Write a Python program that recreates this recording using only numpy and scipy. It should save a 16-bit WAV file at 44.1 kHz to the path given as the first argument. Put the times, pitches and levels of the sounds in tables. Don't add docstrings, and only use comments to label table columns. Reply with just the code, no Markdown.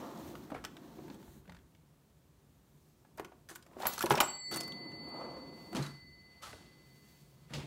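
import sys
import numpy as np
from scipy import signal
from scipy.fft import rfft, irfft
from scipy.io import wavfile
from scipy.ndimage import uniform_filter1d

SR = 44100
rng = np.random.default_rng(int(sys.argv[2]) if len(sys.argv) > 2 else 0)


def unload_audio(sound):
    columns = np.transpose(np.atleast_2d(sound))
    steps = np.round(np.clip(columns, -1, 1) * 32767)
    wavfile.write(sys.argv[1], SR, steps.astype(np.int16))


def gain_from_decibels(decibels):
    exponent = np.asarray(decibels, float) / 20
    return 10 ** exponent


N = 337806

# t/s, load level/dB, speed level/dB
OPENING = [
    (0, -48, -2),
    (.34, -51, -7.5),
    (.46, -53, -12.5),
    (.61, -58, -13),
    (.84, -54.5, -9.5),
    (1.02, -50.5, -14),
    (1.14, -52, -14.5),
    (1.41, -63.5, -15),
    (1.77, -83, -13.5),
]
# t/s, load level/dB, speed level/dB
CLOSING = [
    (4.4, -85, -14),
    (4.55, -43.5, -9.5),
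    (4.69, -51, -8.5),
    (5, -50.5, -10),
    (5.22, -51, 2),
    (5.5, -52.5, -8),
    (5.71, -53.5, -10),
    (5.78, -36.5, -9),
    (6, -70, -23),
]


def level(x, db):
    return x * gain_from_decibels(db) / np.sqrt(np.mean(x ** 2))


def band(x, hz, width_hz):
    return signal.lfilter(*signal.iirpeak(hz, hz / width_hz, SR), x)


def body(x, modes):
    total = 0
    for k, (hz, width_hz, db) in enumerate(modes):
        resonance = band(band(x, hz, width_hz), hz, 3 * width_hz)
        total = total + (-1) ** k * gain_from_decibels(db) * resonance
    return level(total, 0)


def walk(rate):
    hold = int(SR / rate)
    steps = np.repeat(rng.standard_normal(N // hold + 1), hold)
    return 1.72 * uniform_filter1d(uniform_filter1d(steps, hold), hold)[:N]


def fade(t, t60):
    return np.exp(-np.log(1000) * t / np.maximum(t60, 0.004))


def add(out, s, sound):
    i = int(s * SR)
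    out[i:i + len(sound)] += sound[:N - i]


def cluster(t, lo_hz, hi_hz, t60, chance, push_s):
    place, size, life, late = chance[:, :, None]
    since = np.maximum(t - push_s * late, 0)
    hz = lo_hz * (hi_hz / lo_hz) ** place
    rings = np.sin(2 * np.pi * hz * since) * fade(since, t60 * (0.21 + life))
    sound = np.sum(size * rings, axis=0)
    return sound / np.abs(sound).max()


def burst(t, lo_hz, hi_hz, t60):
    sos = signal.butter(2, [lo_hz, hi_hz], "bandpass", fs=SR, output="sos")
    noise = level(signal.sosfilt(sos, rng.standard_normal(len(t))), 0)
    return noise * fade(t, t60) * np.minimum(t / 0.001, 1)


def grit(scatter_db, flicker_db, rate):
    slip_db = scatter_db * np.minimum(rng.exponential(size=N), 4.5)
    return rng.standard_normal(N) * gain_from_decibels(slip_db + flicker_db * walk(rate))


def air():
    # f/Hz, level/dB per Hz
    room_tone = [(59, -32.5), (100, -8), (244, -3.5), (328, -15.5), (373, -8), (492, -13.5), (2080, -23.5),
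                 (16000, -32)]
    hz, db = np.transpose(room_tone)
    f = np.fft.rfftfreq(N, 1 / SR) + 1
    colour = gain_from_decibels(np.interp(np.log(f), np.log(hz), db))
    return level(irfft(colour * rfft(rng.standard_normal(N)), N), -71)


def rumble():
    # t/s, peak level/dB
    thump_hits = [(.08, -77), (.3, -57), (.58, -53.5), (1.05, -64), (1.3, -59), (1.54, -62), (4.12, -65),
                  (5.05, -67.5), (5.37, -65), (5.78, -60), (6.05, -64), (6.5, -58), (7.6, -57)]
    rest_db, rise_s, t60_s = -70.5, 0.046, 0.51
    t = np.arange(N) / SR
    shake = level(band(band(rng.standard_normal(N), 71, 60), 55, 47), 0)
    strength = gain_from_decibels(rest_db)
    for s, db in thump_hits:
        swell = np.exp(np.minimum(t - s, 0) / rise_s)
        strength = strength + gain_from_decibels(db) * swell * fade(np.maximum(t - s, 0), t60_s)
    return shake * strength


def motion():
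    # t/s, load level/dB, speed level/dB
    digging = [
        (3.05, -83, -4),
        (3.23, -59, -25),
        (3.57, -98, 5),
        (3.69, -69.5, -5),
        (3.86, -48.5, -1),
        (3.98, -60.5, -6.5),
        (4.16, -40.5, -2.5),
        (4.28, -57.5, -23),
        (4.36, -65, -20),
    ]
    # t/s, load level/dB, speed level/dB
    walking = [
        (6.019, -66, -24),
        (6.41, -77.5, 0.5),
        (6.43, -66.5, 3),
        (6.6, -62, -12.5),
        (6.83, -68.5, -12.5),
        (7.37, -77.5, -8.5),
        (7.5, -77, -1),
        (7.547, -46.5, -5),
        (7.66, -51.5, -11),
    ]
    # scrape level/dB and hiss level/dB below its load, share of speed/1
    rubbing = [
        (-13.5, -16, 0.43),
        (-13, -13, 1),
        (-18, -30.5, 0.51),
        (0, -16, 0.93),
    ]
    # level/dB of box, panel, scrape, hiss, runners
    rest_db = (-73.5, -84, -98.5, -82.5, -89)
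    # middle t/s, length/s, level/dB
    brushes = [
        (0.288, 0.42, -70.5),
        (1.306, 0.3, -72),
        (2.795, 1, -86),
        (3.831, 0.11, -59),
        (3.943, .07, -54),
        (5.67, 0.4, -74.5),
        (7.119, 1, -75.5),
    ]
    # f/Hz, width/Hz, level/dB
    box_modes = [(146, 38, -2), (210.4, 36.6, -1), (294, 83, -2.5), (380, 78, -6)]
    # f/Hz, width/Hz, level/dB
    panel_modes = [(526, 112, 6.3), (700, 45, 3.6), (878, 181, 2)]
    # f/Hz, width/Hz, level/dB
    runner_modes = [(1072, 330, 3.5), (1300, 300, 0), (1620, 350, -9.5)]
    # f/Hz, width/Hz, level/dB
    scrape_modes = [(1950, 3300, -5.5), (3300, 2800, 0), (4360, 3100, -7)]
    # f/Hz, width/Hz, level/dB
    hiss_modes = [(7100, 4500, 0.92), (11400, 1800, 0.5), (14160, 3600, 1.5)]
    # f/Hz, width/Hz, level/dB
    slide_modes = [(1650, 690, 1.5), (3200, 1200, -4.5), (4200, 1050, -2), (5600, 1200, -2.5)]
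    slide_until_s, brush_scrape_db = 2.8, -7
    t, gains = np.arange(N) / SR, gain_from_decibels(np.array(rest_db))[:, None]
    for move, (scrape_db, hiss_db, share) in zip((OPENING, digging, CLOSING, walking), rubbing):
        s, load_db, speed_db = np.transpose(move)
        load = np.interp(t, s, load_db, left=-120, right=-120)
        speed = np.interp(t, s, speed_db)
        scrape_part = scrape_db + share * speed
        hiss_part = hiss_db + share * speed
        runner_part = -5 + 1.46 * speed
        gains = gains + gain_from_decibels(load + np.array([0 * t, speed, scrape_part, hiss_part, runner_part]))
    brush = 0
    for s, length, db in brushes:
        brush = brush + gain_from_decibels(db) * np.cos(np.pi * np.clip((t - s) / length, -0.5, 0.5)) ** 2
    roll = grit(0.94, 0.65, rate=80)
    rub = grit(2.3, 0.82, rate=53)
    low = gain_from_decibels(-1.7) * gains[0] * body(roll, box_modes)
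    low = low + gain_from_decibels(1.5) * gains[1] * body(roll, panel_modes)
    low = low + gains[4] * body(grit(2.3, 1.2, rate=83), runner_modes)
    colour = np.where(t < slide_until_s, gain_from_decibels(1.0) * body(rub, slide_modes), body(rub, scrape_modes))
    scrape = (gains[2] + gain_from_decibels(brush_scrape_db) * brush) * colour
    hiss = (gains[3] + brush) * body(rub, hiss_modes)
    return low + gain_from_decibels(1.5) * scrape + gain_from_decibels(-0.5) * hiss


def rollers():
    pitch_hz, wander = 296, 0.11
    t, load = np.arange(N) / SR, 0
    for move, db in zip((OPENING, CLOSING), (1.5, -0.5)):
        s, load_db, speed_db = np.transpose(move)
        load = load + gain_from_decibels(np.interp(t, s, load_db + db + 0.45 * speed_db, left=-120, right=-120))
    hz = pitch_hz * (1 + wander * walk(90))
    note = np.sin(2 * np.pi * np.cumsum(hz) / SR)
    return load * note * gain_from_decibels(2.0 * walk(70))


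def knocks():
    # t/s, peak level/dB, f/Hz
    chatter = [(0.038, -42, 1210), (0.114, -50, 918), (0.137, -52, 947), (0.177, -56, 1150),
               (0.208, -53, 930), (0.478, -50, 907), (1.017, -57, 991), (1.038, -51, 880),
               (1.081, -45, 920), (1.099, -41, 830), (1.201, -52, 864), (1.226, -48, 896),
               (1.277, -51, 870)]
    # t/s, peak level/dB, f/Hz, t60/s
    bumps = [(0.501, -42.5, 790, 0.063), (0.518, -31, 292, 0.082), (0.547, -27, 700, 0.019),
             (0.56, -39, 483, 0.078), (0.985, -40, 395, 0.052), (1.147, -47, 380, 0.04),
             (1.478, -47.5, 175, 0.38), (1.494, -47, 890, 0.037), (3.048, -55, 840, 0.041),
             (3.183, -41, 927, 0.07), (3.197, -29, 395, 0.02), (3.196, -33, 1070, 0.027),
             (3.511, -41, 350, 0.043), (3.766, -44, 376, 0.38), (3.801, -35.5, 740, 0.045),
             (3.83, -31.5, 776, 0.094), (3.855, -27, 805, 0.035), (3.979, -32, 920, 0.036),
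             (4.038, -23.5, 348, 0.19), (4.064, -25.5, 944, 0.031), (4.1055, -12, 824, 0.048),
             (4.117, -23, 944, 0.067), (4.173, -24, 605, 0.046), (4.202, -14.5, 1085, 0.045),
             (4.228, -33, 963, 0.086)]
    # t/s, peak level/dB, f/Hz, t60/s
    landings = [(4.525, -29.5, 345, 0.034), (4.558, -40, 322, 0.32), (5.365, -44, 524, 0.28),
                (5.728, -39, 700, 0.066), (5.748, -32.5, 212, 0.1), (5.765, -31, 266, 0.029),
                (5.79, -29.5, 140.3, 0.24), (5.823, -49, 133, 0.2), (5.823, -37.5, 4120, 0.053),
                (5.862, -41.5, 3900, 0.053), (6.532, -40.5, 466, 0.039), (6.54, -50, 90.5, 0.16),
                (7.505, -37.5, 145, 0.15), (7.545, -37, 143, 0.34), (7.579, -34, 125, 0.058)]
    # t/s, peak level/dB, f/Hz, t60/s
    tray = [(3.177, -42.5, 642, 0.051), (3.319, -48, 730, 0.044), (3.712, -52, 700, 0.04),
            (3.732, -54, 1020, 0.061), (3.785, -47, 1100, 0.052), (3.812, -34, 916, 0.05),
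            (3.842, -40, 990, 0.042), (3.864, -26.5, 885, 0.022), (4.0075, -28, 1364, 0.019),
            (4.107, -28, 144, 0.18), (4.108, -37, 1210, 0.089), (4.112, -24.5, 399, 0.081),
            (4.205, -31, 377.3, 0.2), (4.206, -17.5, 836, 0.055), (6.424, -49, 1207, 0.11),
            (6.436, -47.5, 1300, 0.15), (6.468, -48, 1160, 0.092), (7.52, -39.5, 210, 0.04)]
    chatter_db, chatter_t60_s = -4.5, 0.049
    rattle_t60_s = 0.083
    chattering = [(s, db + chatter_db, hz, chatter_t60_s) for s, db, hz in chatter]
    blows = bumps + landings + chattering + tray
    out, t = np.zeros(N), np.arange(7000) / SR
    chance = rng.random((len(blows), 4, 8))
    for (s, db, hz, t60), luck in zip(blows, chance):
        board = np.sin(2 * np.pi * hz * t) * fade(t, t60) * np.minimum(t / 0.0029, 1)
        brief = min(t60, rattle_t60_s)
        others = cluster(t, 0.55 * hz, 2.0 * hz, 0.807 * brief, luck, push_s=0.00632)
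        rattle = burst(t, 0.45 * hz, 2.1 * hz, 1.1 * brief)
        add(out, s, gain_from_decibels(db) * (0.78 * board + 0.33 * others + 0.38 * rattle))
    return out


def clinks():
    # t/s, body peak level/dB, bright peak level/dB, body f/Hz, bright f/Hz
    jolts = [(0.1746, -66, -49, 1130, 4700), (0.3527, -37.5, -48, 1190, 4800),
             (0.502, -48, -53, 1320, 8230), (0.517, -39, -66, 1170, 6510), (0.544, -39, -53, 1240, 5750),
             (0.64, -31, -42, 1300, 5160), (0.6488, -27, -36.5, 1507, 7600),
             (0.7675, -38.5, -50, 1550, 5530), (1.08, -47, -57, 1620, 15360), (1.101, -45, -57, 1690, 4650),
             (1.144, -49, -52, 1500, 7900), (1.228, -59, -55, 1300, 4600), (1.455, -53, -70, 1490, 5400),
             (1.477, -46.5, -70, 1570, 5420), (1.4955, -43.5, -57, 2100, 4820),
             (1.5202, -43, -56, 1410, 6080), (1.5466, -44, -55, 1500, 4720),
             (1.5658, -45.5, -60, 1570, 4750), (1.588, -53, -68, 1500, 5400),
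             (1.7487, -53.5, -66, 2200, 5940)]
    probes = [(3.1743, -52, -47, 1340, 12380), (3.181, -54, -47, 1390, 4860),
              (3.1961, -32.5, -41, 1180, 12360), (3.2467, -33.5, -44.5, 1446, 6140),
              (3.4882, -38, -42, 1740, 6100), (3.501, -45.5, -43, 3520, 6210),
              (3.512, -39.5, -58.5, 1100, 10260), (3.552, -50, -42.5, 2500, 7000),
              (3.5574, -35, -36.5, 1510, 8130), (3.625, -49, -50, 3170, 4920),
              (3.664, -44, -54, 1080, 7410), (3.8004, -58, -46.5, 1160, 6560),
              (3.821, -31.5, -49, 4270, 5640), (3.854, -18, -36, 1110, 5230), (3.861, -34, -41, 3200, 6420),
              (3.868, -22, -21.5, 1170, 11670), (3.928, -43.5, -36, 3600, 9800),
              (3.935, -42.5, -32, 2020, 5720)]
    tugs = [(3.9794, -38, -30.5, 1470, 6280), (3.99, -27, -31.5, 4280, 11700),
            (4.0071, -27, -27, 1420, 7300), (4.0135, -36, -36, 2430, 5030),
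            (4.0175, -27, -28.5, 1750, 11400), (4.0252, -23, -24.5, 1710, 11400),
            (4.0587, -31.5, -27, 2604, 6200), (4.099, -36, -27, 1350, 10900),
            (4.1028, -34, -40, 3000, 6000), (4.1074, -23.5, -29, 3020, 5870), (4.115, -27, -25, 1400, 5900),
            (4.123, -28, -28.5, 2530, 13000), (4.138, -21, -42.5, 1120, 7950),
            (4.1532, -21, -30, 1834, 5460), (4.1727, -28, -32, 1343, 5400), (4.177, -21, -41, 2355, 6370),
            (4.182, -18, -49, 1183, 5400), (4.2028, -11, -14.5, 2400, 7120),
            (4.208, -18.5, -16.5, 1040, 13300), (4.2161, -22, -34, 2800, 5450)]
    shifts = [(4.513, -33, -38, 1280, 11600), (4.522, -45, -40, 3300, 9540), (4.538, -29, -40, 3780, 5500),
              (4.543, -36, -28.5, 1100, 5600), (4.5596, -28, -26.5, 1295, 9200),
              (4.571, -31, -29, 1100, 9070), (4.604, -47, -32, 3250, 8550), (4.608, -40, -27.5, 1100, 5031),
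              (4.633, -48, -36.5, 1140, 4980), (4.6776, -38, -41.5, 1120, 13500),
              (4.721, -42.5, -52, 3590, 7280), (4.918, -45.5, -60, 1790, 4830),
              (5.088, -60, -55.5, 1110, 9500), (5.142, -62, -59, 1500, 9500), (5.729, -41, -46, 2000, 8050),
              (5.749, -29, -36, 1140, 5040), (5.756, -30, -54, 4000, 7300), (5.766, -26, -53, 3200, 6710),
              (6.5289, -39, -66, 1515, 5420), (7.506, -43.5, -58, 1510, 10300),
              (7.536, -26, -57, 2880, 6150)]
    contacts = jolts + probes + tugs + shifts
    out, t, t60 = np.zeros(N), np.arange(2600) / SR, 0.13
    chance = rng.random((len(contacts), 4, 36))
    for (s, body_db, bright_db, body_hz, bright_hz), luck in zip(contacts, chance):
        top_hz = min(2.62 * body_hz, 5000)
        handle = 0.29 * cluster(t, 0.7 * body_hz, top_hz, 0.19 * t60, luck[:, :14], push_s=0.004)
        handle = handle + 0.22 * burst(t, 0.25 * body_hz, 2.0 * body_hz, 0.32 * t60)
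        handle = handle + 0.22 * np.sin(2 * np.pi * body_hz * t) * fade(t, 0.28 * t60)
        edge = 0.35 * cluster(t, 4550, 15800, 0.2 * t60, luck[:, 14:], push_s=0.0026)
        crack = burst(t, 0.41 * bright_hz, min(1.94 * bright_hz, 17000), 0.62 * t60)
        edge = edge + 0.37 * crack * (0.27 + 1.18 * fade(t, 0.013))
        edge = edge + 0.27 * np.sin(2 * np.pi * bright_hz * t) * fade(t, 0.27 * t60)
        add(out, s, gain_from_decibels(body_db) * handle + gain_from_decibels(bright_db) * edge)
    return out


def pops():
    # t/s, peak level/dB, f/Hz
    snaps = [(0.177, -57, 3600), (0.354, -37.5, 1200), (0.3548, -52, 3500), (0.5066, -48, 1500),
             (0.5551, -45, 730), (0.558, -47, 1800), (0.566, -41, 1300), (0.59, -47, 1570),
             (0.65, -34.5, 5470), (0.651, -40, 1300), (0.672, -50, 2300), (0.7688, -43.5, 3500),
             (1.101, -48, 4200), (1.4924, -50, 600), (3.1945, -55, 2500), (3.199, -40, 700),
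             (3.495, -43, 8700), (3.4967, -42, 1690), (3.7688, -44.5, 653), (3.8039, -36, 670),
             (3.83, -44, 2070), (3.833, -33, 900), (3.857, -25, 850), (3.8642, -40.5, 1510),
             (3.875, -37, 1300), (3.887, -43, 4000), (3.903, -43, 1080), (3.943, -40, 4460),
             (3.98, -38, 1510), (4.0098, -27, 1245), (4.02, -31, 1570), (4.0404, -25.5, 914),
             (4.0442, -33, 9950), (4.1113, -29, 1770), (4.117, -26.5, 497), (4.1265, -30, 2480),
             (4.1399, -33, 8100), (4.1473, -26, 800), (4.1785, -37, 5470), (4.192, -24, 900),
             (4.208, -13.5, 1200), (4.222, -22, 700), (4.3133, -42, 775), (4.5185, -40, 775),
             (4.5228, -36, 9560), (4.5266, -46, 7670), (4.5625, -35, 930), (4.5683, -30, 7800),
             (4.609, -40, 590), (4.7225, -37, 3480), (5.1467, -39, 754), (5.1871, -41, 806),
             (5.247, -43, 690), (5.3142, -39.5, 580), (5.73, -49, 1000), (5.7612, -44, 8700),
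             (5.8279, -43, 7470), (6.5311, -48, 1980), (6.5315, -54, 814), (7.5385, -42, 6070)]
    # t/s, peak level/dB, f/Hz
    tinks = [(0.55, -46, 2300), (0.6425, -48, 5030), (0.651, -40.5, 3350), (0.651, -46, 4370),
             (4.026, -35, 3300), (4.026, -38, 5860), (4.0605, -38, 4100), (4.108, -29, 3300),
             (4.1545, -35.5, 5460), (4.1815, -31, 2235), (4.2045, -21, 3010), (4.2175, -32, 5540),
             (4.195, -30, 880), (4.232, -29, 850), (6.436, -44, 1260)]
    swings, pop_least_s, tink_s = 1.07, 0.00026, 0.0012
    out, t = np.zeros(N), np.arange(-300, 300) / SR
    for hits, least_s in ((snaps, pop_least_s), (tinks, tink_s)):
        for s, db, hz in hits:
            bell = np.exp(-(t / (least_s + swings / hz)) ** 2)
            add(out, s + t[0], gain_from_decibels(db) * np.sin(2 * np.pi * hz * t) * bell)
    return out


def scuffs():
    starts = (.54, 3.489, 3.855, 4.203, 4.512, 5.752, 5.826, 6.417, 7.49, 7.535)
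    # body level/dB, mid level/dB, bright level/dB, t60/s
    skids = [
        (-44, -66, -68, 0.25),
        (-45, -51.5, -52.5, 0.22),
        (-42.5, -45.5, -53.5, 0.96),
        (-39.5, -47, -55, 0.45),
        (-40, -44.5, -52, 0.45),
        (-37, -46.5, -57.5, 0.5),
        (-41.5, -53, -59, 0.34),
        (-45, -49, -58.5, 0.7),
        (-54.5, -69, -75, 0.54),
        (-64.5, -43, -83, 0.29),
    ]
    # f/Hz, width/Hz
    skid_bands = [(1200, 1980), (3300, 4170), (6500, 8200)]
    out, t = np.zeros(N), np.arange(20000) / SR
    for s, (*dbs, t60) in zip(starts, skids):
        skid = rng.standard_normal(len(t)) * gain_from_decibels(1.8 * rng.exponential(size=len(t)) - 1.5)
        skid = skid * fade(t, t60) * np.minimum(t / 0.013, 1)
        for db, (hz, width_hz) in zip(dbs, skid_bands):
            add(out, s, gain_from_decibels(db + 6) * band(band(skid, hz, width_hz), hz, width_hz))
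    return out


def wheel():
    # f/Hz, level/dB, t60/s
    wheel_modes = [(4390, -49, 0.24), (7360, -45, 0.18), (11400, -24, 0.019), (11430, -48, 0.2),
                   (12250, -32.5, 0.061), (12430, -30.5, 0.089), (14200, -37, .04), (15710, -38, .2),
                   (2000, -53.5, 0.5)]
    # t/s, level/dB, extra level/dB of the fork mode
    wheel_hits = [
        (3.8691, 1, 4),
        (3.936, -20, -4.5),
        (4.025, -18.5, 15),
        (4.203, -26, 12),
    ]
    out, t = np.zeros(N), np.arange(20000) / SR
    hz, db, t60 = np.transpose(wheel_modes)[:, :, None]
    rings = gain_from_decibels(db) * np.sin(2 * np.pi * hz * t) * fade(t, t60)
    fork = rings[3]
    for s, blow_db, fork_db in wheel_hits:
        add(out, s, gain_from_decibels(blow_db) * (rings.sum(axis=0) + (gain_from_decibels(fork_db) - 1) * fork))
    return out


def disc():
    # level/dB when lifted, t60/s
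    low_modes = [(-51.5, 6.2), (-42, 4.86), (-56.5, 7.4)]
    low_hz = (2023.3, 4493.3, 4476.55)
    # t/s, first pattern level/dB, second level/dB, its twin level/dB, further away/mm
    facing = [(4.25, -11, -19, -8, 30), (4.34, -9, -5.5, 0, 15), (4.4, -5.5, -9.5, -6, 2),
              (4.46, -1, 0, -7, -3), (4.58, 0, -0.5, 5, -2), (4.75, 0.5, -3.5, -5, 0),
              (4.9, 0, -4, -2.5, 3), (5.15, 0, 1.5, -8, 2), (5.35, -3.5, -3.5, -0.5, -1),
              (5.5, -3, -4, -5, -4), (5.75, 0, -2, -5, 10), (6, 5, 1, -2, -4), (6.25, 5.5, -2, -1.5, 13),
              (6.55, 3.5, -2.5, -3, 14), (6.85, 4, -1, -5.5, 38.5), (7.15, 3.5, 2, -7, 69),
              (7.3, -8, -6.5, -12, 92), (7.45, 1, -4, -8, 112.5)]
    # level/dB, t60/s
    top_modes = [(-39, 0.98), (-51, 1), (-40, 0.48)]
    top_hz = (7670.5, 7661, 7651)
    free_s, touch_s, lift_s = 4.222, 4.52, 4.345
    low_beat_s, top_beat_s = 4.23, 4.298
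    tremor_mm, tremor_db = 2.5, 0.35
    t = np.arange(N) / SR
    s, *facings, away_mm = np.transpose(facing)
    free = np.clip((t - free_s) / 0.0075, 0, 1)
    sent = t - (np.interp(t, s, away_mm) + tremor_mm * walk(14)) / 343000
    low = 0
    for hz, (db, t60), facing_db in zip(low_hz, low_modes, facings):
        strength = gain_from_decibels(np.interp(t, s, facing_db) + db + 3.5 + tremor_db * walk(18))
        low = low + strength * fade(t - lift_s, t60) * np.cos(2 * np.pi * hz * (sent - low_beat_s))
    since = np.maximum(t - free_s, 0)
    top = 0
    for hz, (db, t60) in zip(top_hz, top_modes):
        top = top + gain_from_decibels(db) * fade(since, t60) * np.cos(2 * np.pi * hz * (t - top_beat_s))
    finger = fade(np.maximum(t - touch_s, 0), 0.56)
    return free * (low + top * finger)


def fridge():
    # t/s, level/dB
    drone_levels = [
        (5.6, -69),
        (6.05, -64.5),
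        (6.5, -69),
        (7.3, -62),
    ]
    hz = 144
    drone = level(band(band(rng.standard_normal(N), hz, 30), hz, 40), 0)
    return drone * gain_from_decibels(np.interp(np.arange(N) / SR, *np.transpose(drone_levels)))


def room(x):
    t60_s, treble_t60_s, tail_db = 0.38, 0.22, -13
    t = np.arange(SR // 2) / SR
    hiss = rng.standard_normal(len(t))
    dull = signal.lfilter([0.2], [1, -0.8], hiss)
    tail = dull * fade(t, t60_s) * 3.0 + (hiss - dull) * fade(t, treble_t60_s)
    tail = tail * np.minimum(t / 0.0056, 1)
    return signal.fftconvolve(x, tail * gain_from_decibels(tail_db) / np.sqrt(np.sum(tail ** 2)))[:N]


def scene():
    blows = clinks() + knocks() + wheel() + pops()
    steady = air() + rumble() + motion() + rollers() + fridge()
    return (blows + room(blows) + scuffs() + disc() + steady)[None]


def masked(x):
    mask_db, db_per_octave, from_hz = -36, 18, 4600
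    f, _, z = signal.stft(x, SR, nperseg=2048)
    f = f[:, None]
    power = np.abs(z) ** 2 + 1e-20
    slope = db_per_octave * np.log2(f + 1)
    masker = np.where(f > 4000, 10 * np.log10(power), -200)
    shadow = np.maximum.accumulate(masker + slope, axis=1) - slope
    near = uniform_filter1d(uniform_filter1d(power, size=20, axis=1), size=3, axis=2)
    keep = (10 * np.log10(near) > shadow + mask_db) | (f < from_hz)
    return signal.istft(z * keep, SR, nperseg=2048)[1][:, :N]


def roll_off(x):
    return signal.sosfilt(signal.butter(12, 16880, fs=SR, output="sos"), x)


def record(dry):
    x = signal.sosfilt(signal.butter(3, 52, "highpass", fs=SR, output="sos"), dry)
    x = signal.sosfilt(signal.ellip(10, 0.3, 70, 15750, fs=SR, output="sos"), x)
    mix = masked(x)
    return roll_off(mix)


dry = scene()
out = record(dry)
unload_audio(out)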